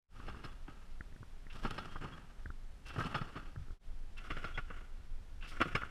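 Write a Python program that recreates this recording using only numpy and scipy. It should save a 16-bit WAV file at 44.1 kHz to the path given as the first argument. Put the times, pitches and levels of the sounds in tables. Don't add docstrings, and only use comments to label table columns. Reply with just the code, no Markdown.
import sys
import numpy as np
from scipy import signal
from scipy.fft import rfft, irfft, next_fast_len
from scipy.io import wavfile
from scipy.ndimage import uniform_filter1d, map_coordinates

SR = 44100
rng = np.random.default_rng(int(sys.argv[2]) if len(sys.argv) > 2 else 0)


def output_pcm(signal):
    pcm = np.clip(np.atleast_2d(signal).T, -1, 1) * 32767
    wavfile.write(sys.argv[1], SR, np.round(pcm).astype(np.int16))


N = 260190
SECOND_JUMPER_S = 3.79

# (frequency [Hz], level [dB])
WIND_SPECTRUM = [(8, -13.5), (22, 5), (40, -12.5), (70, -15.5), (120, -36), (250, -44), (800, -57.5),
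                 (3000, -100)]
# (frequency [Hz], level [dB])
AIR_SPECTRUM = [(59, -32), (100, 1.5), (129, -1.5), (162, -3.5), (279, -7), (323, -15), (398, -8.5),
                (433, -12.5), (811, -14), (1160, -16), (1370, -14.5), (1520, -16), (9780, -32),
                (14900, -41.5)]
# (time [s], length [s], level [dB])
HAND_SHIFTS = [(1.207, 0.026, -43), (2.46, 0.065, -46.5), (3.556, 0.11, -40)]
# (frequency [Hz], level [dB])
HAND_SPECTRUM = [(20, -9), (60, -2.5), (130, -10.5), (220, -32), (600, -66), (2000, -102)]
# (time [s], time on the mat [s], spring creak [dB], mat drumming [dB],
# fabric swish [dB], sock scuff [dB], scuff length [s])
LANDING_EVENTS = [(0.105, 0.48, -58, -56.5, -78.5, -82, 0.1), (1.498, 0.5, -50.5, -51, -65.5, -56.5, 0.058),
                  (2.85, 0.53, -49, -49.5, -67, -56, 0.17), (4.168, 0.47, -51.5, -57, -69.5, -50.5, 0.056),
                  (5.408, 0.59, -49.5, -53.5, -67, -55, 0.13)]
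# (time [s], spring creak [dB], mat drumming [dB])
SNAP_BACKS = [(0.658, -62.5, -62.5), (2.002, -52.5, -51), (3.338, -63.5, -59.5), (4.668, -58.5, -76)]
# (pitch [Hz], width [Hz], level [dB])
FIRST_FRAME_TONES = [(540, 180, -19.5), (824, 180, -3), (1169, 123, -2), (1275, 76, 5), (1596, 60, -5),
                     (1980, 73, -12), (2650, 330, -13.5), (4380, 170, -19), (5090, 200, -23.5)]
# (pitch [Hz], width [Hz], level [dB])
SECOND_FRAME_TONES = [(353, 82, -13.5), (735, 78, -5.5), (1128, 61, -4.5), (1272, 76, 2.5),
                      (1452, 75, -0.5), (1760, 63, -2.5), (1950, 230, -12), (2420, 57, -29),
                      (2675, 71, -11)]
# (frequency [Hz], level [dB])
CONTACT_SPECTRUM = [(100, -22), (450, -3.5), (850, -10.5), (1500, -2), (2900, -4), (4200, -29), (7000, -24),
                    (14000, -41)]
# (frequency [Hz], level [dB])
THUMP_SPECTRUM = [(30, -41.5), (70, -0.5), (130, 2), (200, -4), (290, -5.5), (430, -11.5), (700, -25),
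                  (1500, -44.5), (4000, -72)]
# (frequency [Hz], level [dB])
WEAVE_SPECTRUM = [(1500, -9), (3300, 6.5), (4300, -1), (5300, 1), (6600, -9), (8400, -8.5), (11000, -12.5),
                  (14500, -24)]
# (pitch [Hz], width [Hz], level relative to what shakes them [dB])
COIL_TONES = [(1361, 34, -4.5), (2164, 35, -10), (2604, 60, -10), (3357, 12, -0.5), (3470, 23, -12),
              (3690, 16, -7), (4344, 22, -3.5), (5074, 68, -7), (5640, 70, -1), (8550, 29, 2),
              (9900, 25, -1)]
# (frequency [Hz], level [dB])
SOCK_SPECTRUM = [(500, -22), (1100, -10), (1450, 0), (1900, -6), (2400, -3), (3100, -3), (3900, -14),
                 (5300, -19), (8000, -38), (14000, -55)]
# (time [s], length [s], level [dB])
WEAVE_RASPS = [(0.436, 0.063, -60.5), (1.526, 0.018, -54), (1.707, 0.0082, -45), (2.857, 0.081, -58.5),
               (2.981, 0.091, -54.5), (4.176, 0.018, -59), (5.47, 0.081, -56.5), (5.61, 0.02, -45.5)]
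# (time [s], level [dB], pitch [Hz])
CASE_TICKS = [(0.2003, -43, 1230), (0.3454, -42, 1220), (1.0075, -37.5, 1760), (1.1243, -56, 1760),
              (1.1618, -52, 1660), (1.2293, -43.5, 1220), (1.4667, -48.5, 1910), (1.9571, -35, 1130),
              (2.4576, -37, 1625), (2.5025, -40, 1350), (3.56, -42, 1510), (3.683, -56, 1350),
              (3.706, -50.5, 1290), (5.8335, -28.5, 1360)]
# (time [s], level [dB], thump [dB], scrape [dB], chatter length [s])
JOINT_CLACKS = [(0.28, -41, -1, -16, 0.006), (0.437, -44, 7.5, -5.5, 0.022), (0.679, -45.5, 6, -29, 0.0019),
                (1.647, -31.5, -1.5, -21, 0.012), (1.703, -37.5, 2, -15, 0.0086),
                (1.779, -33, -9, -11, 0.0037), (1.959, -40, -4, -38, 0.003), (1.845, -49, 6.5, -25, 0.003),
                (2.044, -42, 1.5, -35, 0.016), (2.903, -44, -7, -24, 0.001), (2.959, -39, 3, -32, 0.0039),
                (2.981, -32, -1.5, -36, 0.013), (3.003, -29.5, -1, -31, 0.0091),
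                (3.035, -39, 4.5, -9.5, 0.026), (3.1438, -30, -8, -20, 0.003),
                (3.1484, -31, -5, -14, 0.0084), (3.213, -35.5, 3, -22.5, 0.006),
                (3.354, -39.5, 4, -20, 0.024), (4.303, -32, -4.5, -23.5, 0.0048),
                (4.365, -38, -3, -18, 0.0074), (4.441, -33.5, -4.5, -16.5, 0.0018),
                (4.482, -54, -20, -22, 0.0034), (4.575, -32.5, -4, -23.5, 0.0067),
                (4.701, -39.5, -3, -39, 0.002), (4.807, -52, -1, -33, 0.001), (5.603, -27, -4, -31, 0.0031),
                (5.612, -20.5, -12, -25, 0.0073), (5.655, -39, 6.5, -40, 0.0022),
                (5.713, -46, -15, -26, 0.001), (5.749, -22.5, -13.5, -17, 0.006),
                (5.817, -36.5, -22, -36, 0.0017)]
# (frequency [Hz], level [dB])
SCRAPE_SPECTRUM = [(1500, -51), (3300, 12), (4300, 14), (4650, -5), (5200, 18.5), (6400, -34), (8400, -6),
                   (11000, -13), (14500, -61)]
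# (pitch [Hz], level [dB], time to fade by 60 dB [s])
TUBE_TONES = [(1270, -17, 0.19), (1376, 10, 0.15), (1410, 3, 0.45), (2564, -2.5, 0.27), (2990, -6, 0.37),
              (3400, -3, 0.24), (3334, -2, 0.17), (3630, -11, 0.25), (4395, -8.5, 0.18), (5140, -9, 0.11)]
# (time [s], length [s], pitch [Hz], level [dB])
HOOK_SQUEAKS = [(0.485, 0.057, 3400, -67), (1.89, 0.12, 3210, -61.5), (2.125, 0.033, 3310, -54.5),
                (4.542, 0.033, 3340, -46.5)]
# (time [s], pitch [Hz], peak level [dB])
FRAME_THUDS = [(1.648, 221, -35), (2.980, 118, -29), (3.146, 148, -38), (3.212, 131, -37),
               (5.612, 310, -29.5), (5.749, 134, -28)]
# (time [s], gain [0 to 1])
VOLUME_CURVE = [(0, 0), (.085, 0.012), (.16, 0.97), (3.72, 0.92), (3.792, 0), (3.86, 0.9), (5.9, 0.9)]


def amp(db):
    return 10 ** (np.asarray(db) / 20)


def unit(x):
    return x / np.sqrt(np.mean(x ** 2) + 1e-20)


def crest(x):
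    return x / np.sqrt(np.max(uniform_filter1d(x ** 2, size=132)) + 1e-20)


def wobble(rate):
    return map_coordinates(rng.standard_normal(int(N * rate / SR) + 4), [np.arange(N) * rate / SR])


def colour(points, size=8192):
    hz, db = np.transpose(points)
    log_hz = np.log(np.fft.rfftfreq(size, 1 / SR) + 1)
    log_gain = np.log(amp(np.interp(log_hz, np.log(hz), db)))
    cepstrum = irfft(log_gain)[:size // 2]
    cepstrum[1:] *= 2
    response = irfft(np.exp(rfft(cepstrum, size)))[:size // 2]
    return response / np.linalg.norm(response)


def through(x, response):
    return signal.fftconvolve(x, response)[:len(x)]


def hiss(points):
    return unit(through(rng.standard_normal(N), colour(points)))


def grains(count, rate, spread_db):
    hit = rng.random(count) < rate / SR
    direction = np.sign(rng.standard_normal(count))
    return hit * direction * amp(spread_db * np.clip(rng.standard_normal(count), -2, 2))


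def swell(start, length):
    progress = np.clip((np.arange(N) / SR - start) / length, 0, 1)
    return np.sin(np.pi * progress ** 0.46)


def envelope(start, rise_s, hold_s, fall_db_per_s):
    t = np.arange(N) / SR - start
    return np.clip(t / rise_s, 0, 1) * amp(-fall_db_per_s * np.maximum(t - rise_s - hold_s, 0))


def add(out, start, x):
    part = out[max(0, round(start * SR)):][:len(x)]
    part += x[:len(part)]


def wind_and_hand():
    breeze_db = np.where(np.arange(N) / SR < SECOND_JUMPER_S, -46, -42)
    gusts = amp(breeze_db + 1.96 * wobble(11)) * hiss(WIND_SPECTRUM)
    shifts = sum(amp(db) * swell(start, length) for start, length, db in HAND_SHIFTS)
    return gusts + shifts * hiss(HAND_SPECTRUM) + amp(-64) * hiss(AIR_SPECTRUM)


def mat_motion():
    creak, drum, swish = np.zeros((3, N))
    for start, contact_s, creak_db, drum_db, swish_db, _, _ in LANDING_EVENTS:
        progress = np.clip((np.arange(N) / SR - start) / contact_s, 0, 1)
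        slack = 1 - np.sin(np.pi * progress)
        touching = envelope(start, rise_s=0.03, hold_s=contact_s, fall_db_per_s=73)
        creak += touching * amp(creak_db - 14 * slack)
        drum += touching * amp(drum_db - 15.5 * slack)
        swish += amp(swish_db) * envelope(start, rise_s=0.094, hold_s=0.16, fall_db_per_s=48)
    for start, creak_db, drum_db in SNAP_BACKS:
        shaking = envelope(start, rise_s=0.019, hold_s=0, fall_db_per_s=58)
        creak += amp(creak_db) * shaking
        drum += amp(drum_db) * shaking
    return creak, drum, swish + amp(-80.5)


def frame_filter(tones, contact_db):
    t = np.arange(4096) / SR
    ring = sum((-1) ** k * amp(db) * width * np.exp(-np.pi * width * t) * np.cos(2 * np.pi * hz * t)
               for k, (hz, width, db) in enumerate(tones))
    return ring / np.linalg.norm(ring) + amp(contact_db) * colour(CONTACT_SPECTRUM)


def springs_and_mat():
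    creak_gain, drum_gain, swish_gain = mat_motion()
    judder = wobble(70)
    slips = grains(N, rate=1800, spread_db=3.5) * amp(3.2 * judder)
    first = unit(through(slips, frame_filter(FIRST_FRAME_TONES, contact_db=-2)))
    second = unit(through(slips, frame_filter(SECOND_FRAME_TONES, contact_db=-2)))
    creak = creak_gain * np.where(np.arange(N) / SR < SECOND_JUMPER_S, first, second)
    drum = drum_gain * amp(2.9 * judder) * hiss(THUMP_SPECTRUM)
    threads = grains(N, rate=4900, spread_db=6.5) * amp(2.2 * judder)
    swish = swish_gain * unit(through(threads, colour(WEAVE_SPECTRUM)))
    return creak + drum + swish


def coil_ring(shaking):
    t = np.arange(SR // 5) / SR
    ring = sum(amp(db) * 2 * np.pi * width / SR * np.exp(-np.pi * width * t) * np.cos(2 * np.pi * hz * t)
               for hz, width, db in COIL_TONES)
    return through(shaking, ring)


def scuffs_and_rasps(zip_hz=2696):
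    brush = hiss(SOCK_SPECTRUM)
    waver = 1 + 0.028 * wobble(900)
    grip = amp(2.5 * wobble(150))
    zip_tone = np.sin(2 * np.pi * np.cumsum(zip_hz * waver) / SR)
    scuffs = sum(amp(db) * swell(start, length) ** 2 for start, *_, db, length in LANDING_EVENTS)
    threads = grains(N, rate=2600, spread_db=4) * amp(2.7 * wobble(150))
    crackle = unit(through(threads, colour(WEAVE_SPECTRUM)))
    rasps = sum(amp(db) * swell(start, length) ** 2 for start, length, db in WEAVE_RASPS)
    return scuffs * grip * (0.8 * brush + zip_tone) + rasps * crackle


def case_ticks(ring_hz=1370):
    out, t = np.zeros(N), np.arange(SR // 25) / SR

    def pulse(peak_s, sharpness):
        return (t / peak_s * np.exp(1 - t / peak_s)) ** sharpness

    for start, db, hz in CASE_TICKS:
        tick = pulse(peak_s=0.0021, sharpness=9) * np.sin(2 * np.pi * hz * t)
        ring = amp(-9) * pulse(peak_s=0.0038, sharpness=8) * np.sin(2 * np.pi * ring_hz * t)
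        push = amp(-27.5 + 0.3 * db) * pulse(peak_s=0.00095, sharpness=1)
        add(out, start, amp(db) * (tick + ring) - push)
    return out


def joint_clacks(rattle_fade_s=0.057):
    out, t = np.zeros(N), np.arange(SR // 4) / SR
    first = frame_filter(FIRST_FRAME_TONES, contact_db=-3)
    second = frame_filter(SECOND_FRAME_TONES, contact_db=-0.5)
    low, bright = colour(THUMP_SPECTRUM), colour(SCRAPE_SPECTRUM)
    for start, db, thump_db, scrape_db, chatter_s in JOINT_CLACKS:
        hardness = np.clip((scrape_db + 40) / 25, 0, 1)
        soften = signal.butter(2, 1500 * 4 ** hardness, fs=SR)
        force = (1 - np.exp(-t / 0.00028)) * amp(-60 * np.maximum(t - chatter_s, 0) / rattle_fade_s)
        contacts = signal.lfilter(*soften, force * grains(len(t), rate=3500, spread_db=3))
        knock = crest(through(contacts, first if start < SECOND_JUMPER_S else second))
        thump = crest(through(force * grains(len(t), rate=2500, spread_db=9), low))
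        rubbing = (1 - np.exp(-t / 0.0097)) ** 2 * amp(-60 * np.maximum(t - chatter_s / 2, 0) / 0.035)
        scrape = crest(through(rubbing * grains(len(t), rate=7200, spread_db=9), bright))
        ring = steel_ring(t) * amp(-27 + 15 * hardness)
        clack = knock + amp(thump_db - 1) * thump + amp(scrape_db - 2.5) * scrape + ring
        add(out, start, amp(db - 4.5) * clack)
    return out


def steel_ring(t):
    hz, db, fade_s = np.transpose(TUBE_TONES)[:, :, None]
    phase, strength = rng.standard_normal((2, len(TUBE_TONES), 1))
    drift = 0.012 * np.cumsum(rng.standard_normal((len(TUBE_TONES), len(t))), axis=1)
    tones = amp(db + 2 * strength - 60 * t / fade_s) * np.sin(2 * np.pi * (hz * t + phase + drift))
    return crest(tones.sum(axis=0) * (1 - np.exp(-t / 0.0041)))


def hook_squeaks():
    out = np.zeros(N)
    waver = 1 + 0.013 * wobble(650)
    roughness = amp(2.5 * wobble(300))
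    for start, length, hz, db in HOOK_SQUEAKS:
        phase = 2 * np.pi * np.cumsum(hz * waver) / SR
        tone = np.sin(phase) + amp(-25) * np.sin(2 * phase)
        out += amp(db - 1.5) * roughness * swell(start, length) * tone
    return out


def frame_thuds(peak_s=0.0038):
    out, t = np.zeros(N), np.arange(SR // 10) / SR
    pulse = t / peak_s * np.exp(1 - t / peak_s)
    for start, hz, db in FRAME_THUDS:
        add(out, start, amp(db) * pulse * np.sin(2 * np.pi * hz * t))
    return out


def scene():
    shaking = joint_clacks() + springs_and_mat()
    trampoline = shaking + coil_ring(shaking) + frame_thuds() + scuffs_and_rasps() + hook_squeaks()
    return (trampoline + case_ticks() + wind_and_hand())[None]


def record(dry):
    times, gains = np.transpose(VOLUME_CURVE)
    faded = dry * np.interp(np.arange(N) / SR, times, gains)
    size, cutoff_hz = next_fast_len(N + SR // 2), 14500
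    low_pass = 1 / (1 + (np.fft.rfftfreq(size, 1 / SR) / cutoff_hz) ** 80)
    return irfft(rfft(faded, size) * low_pass, size)[:, :N]


dry = scene()
out = record(dry)
output_pcm(out)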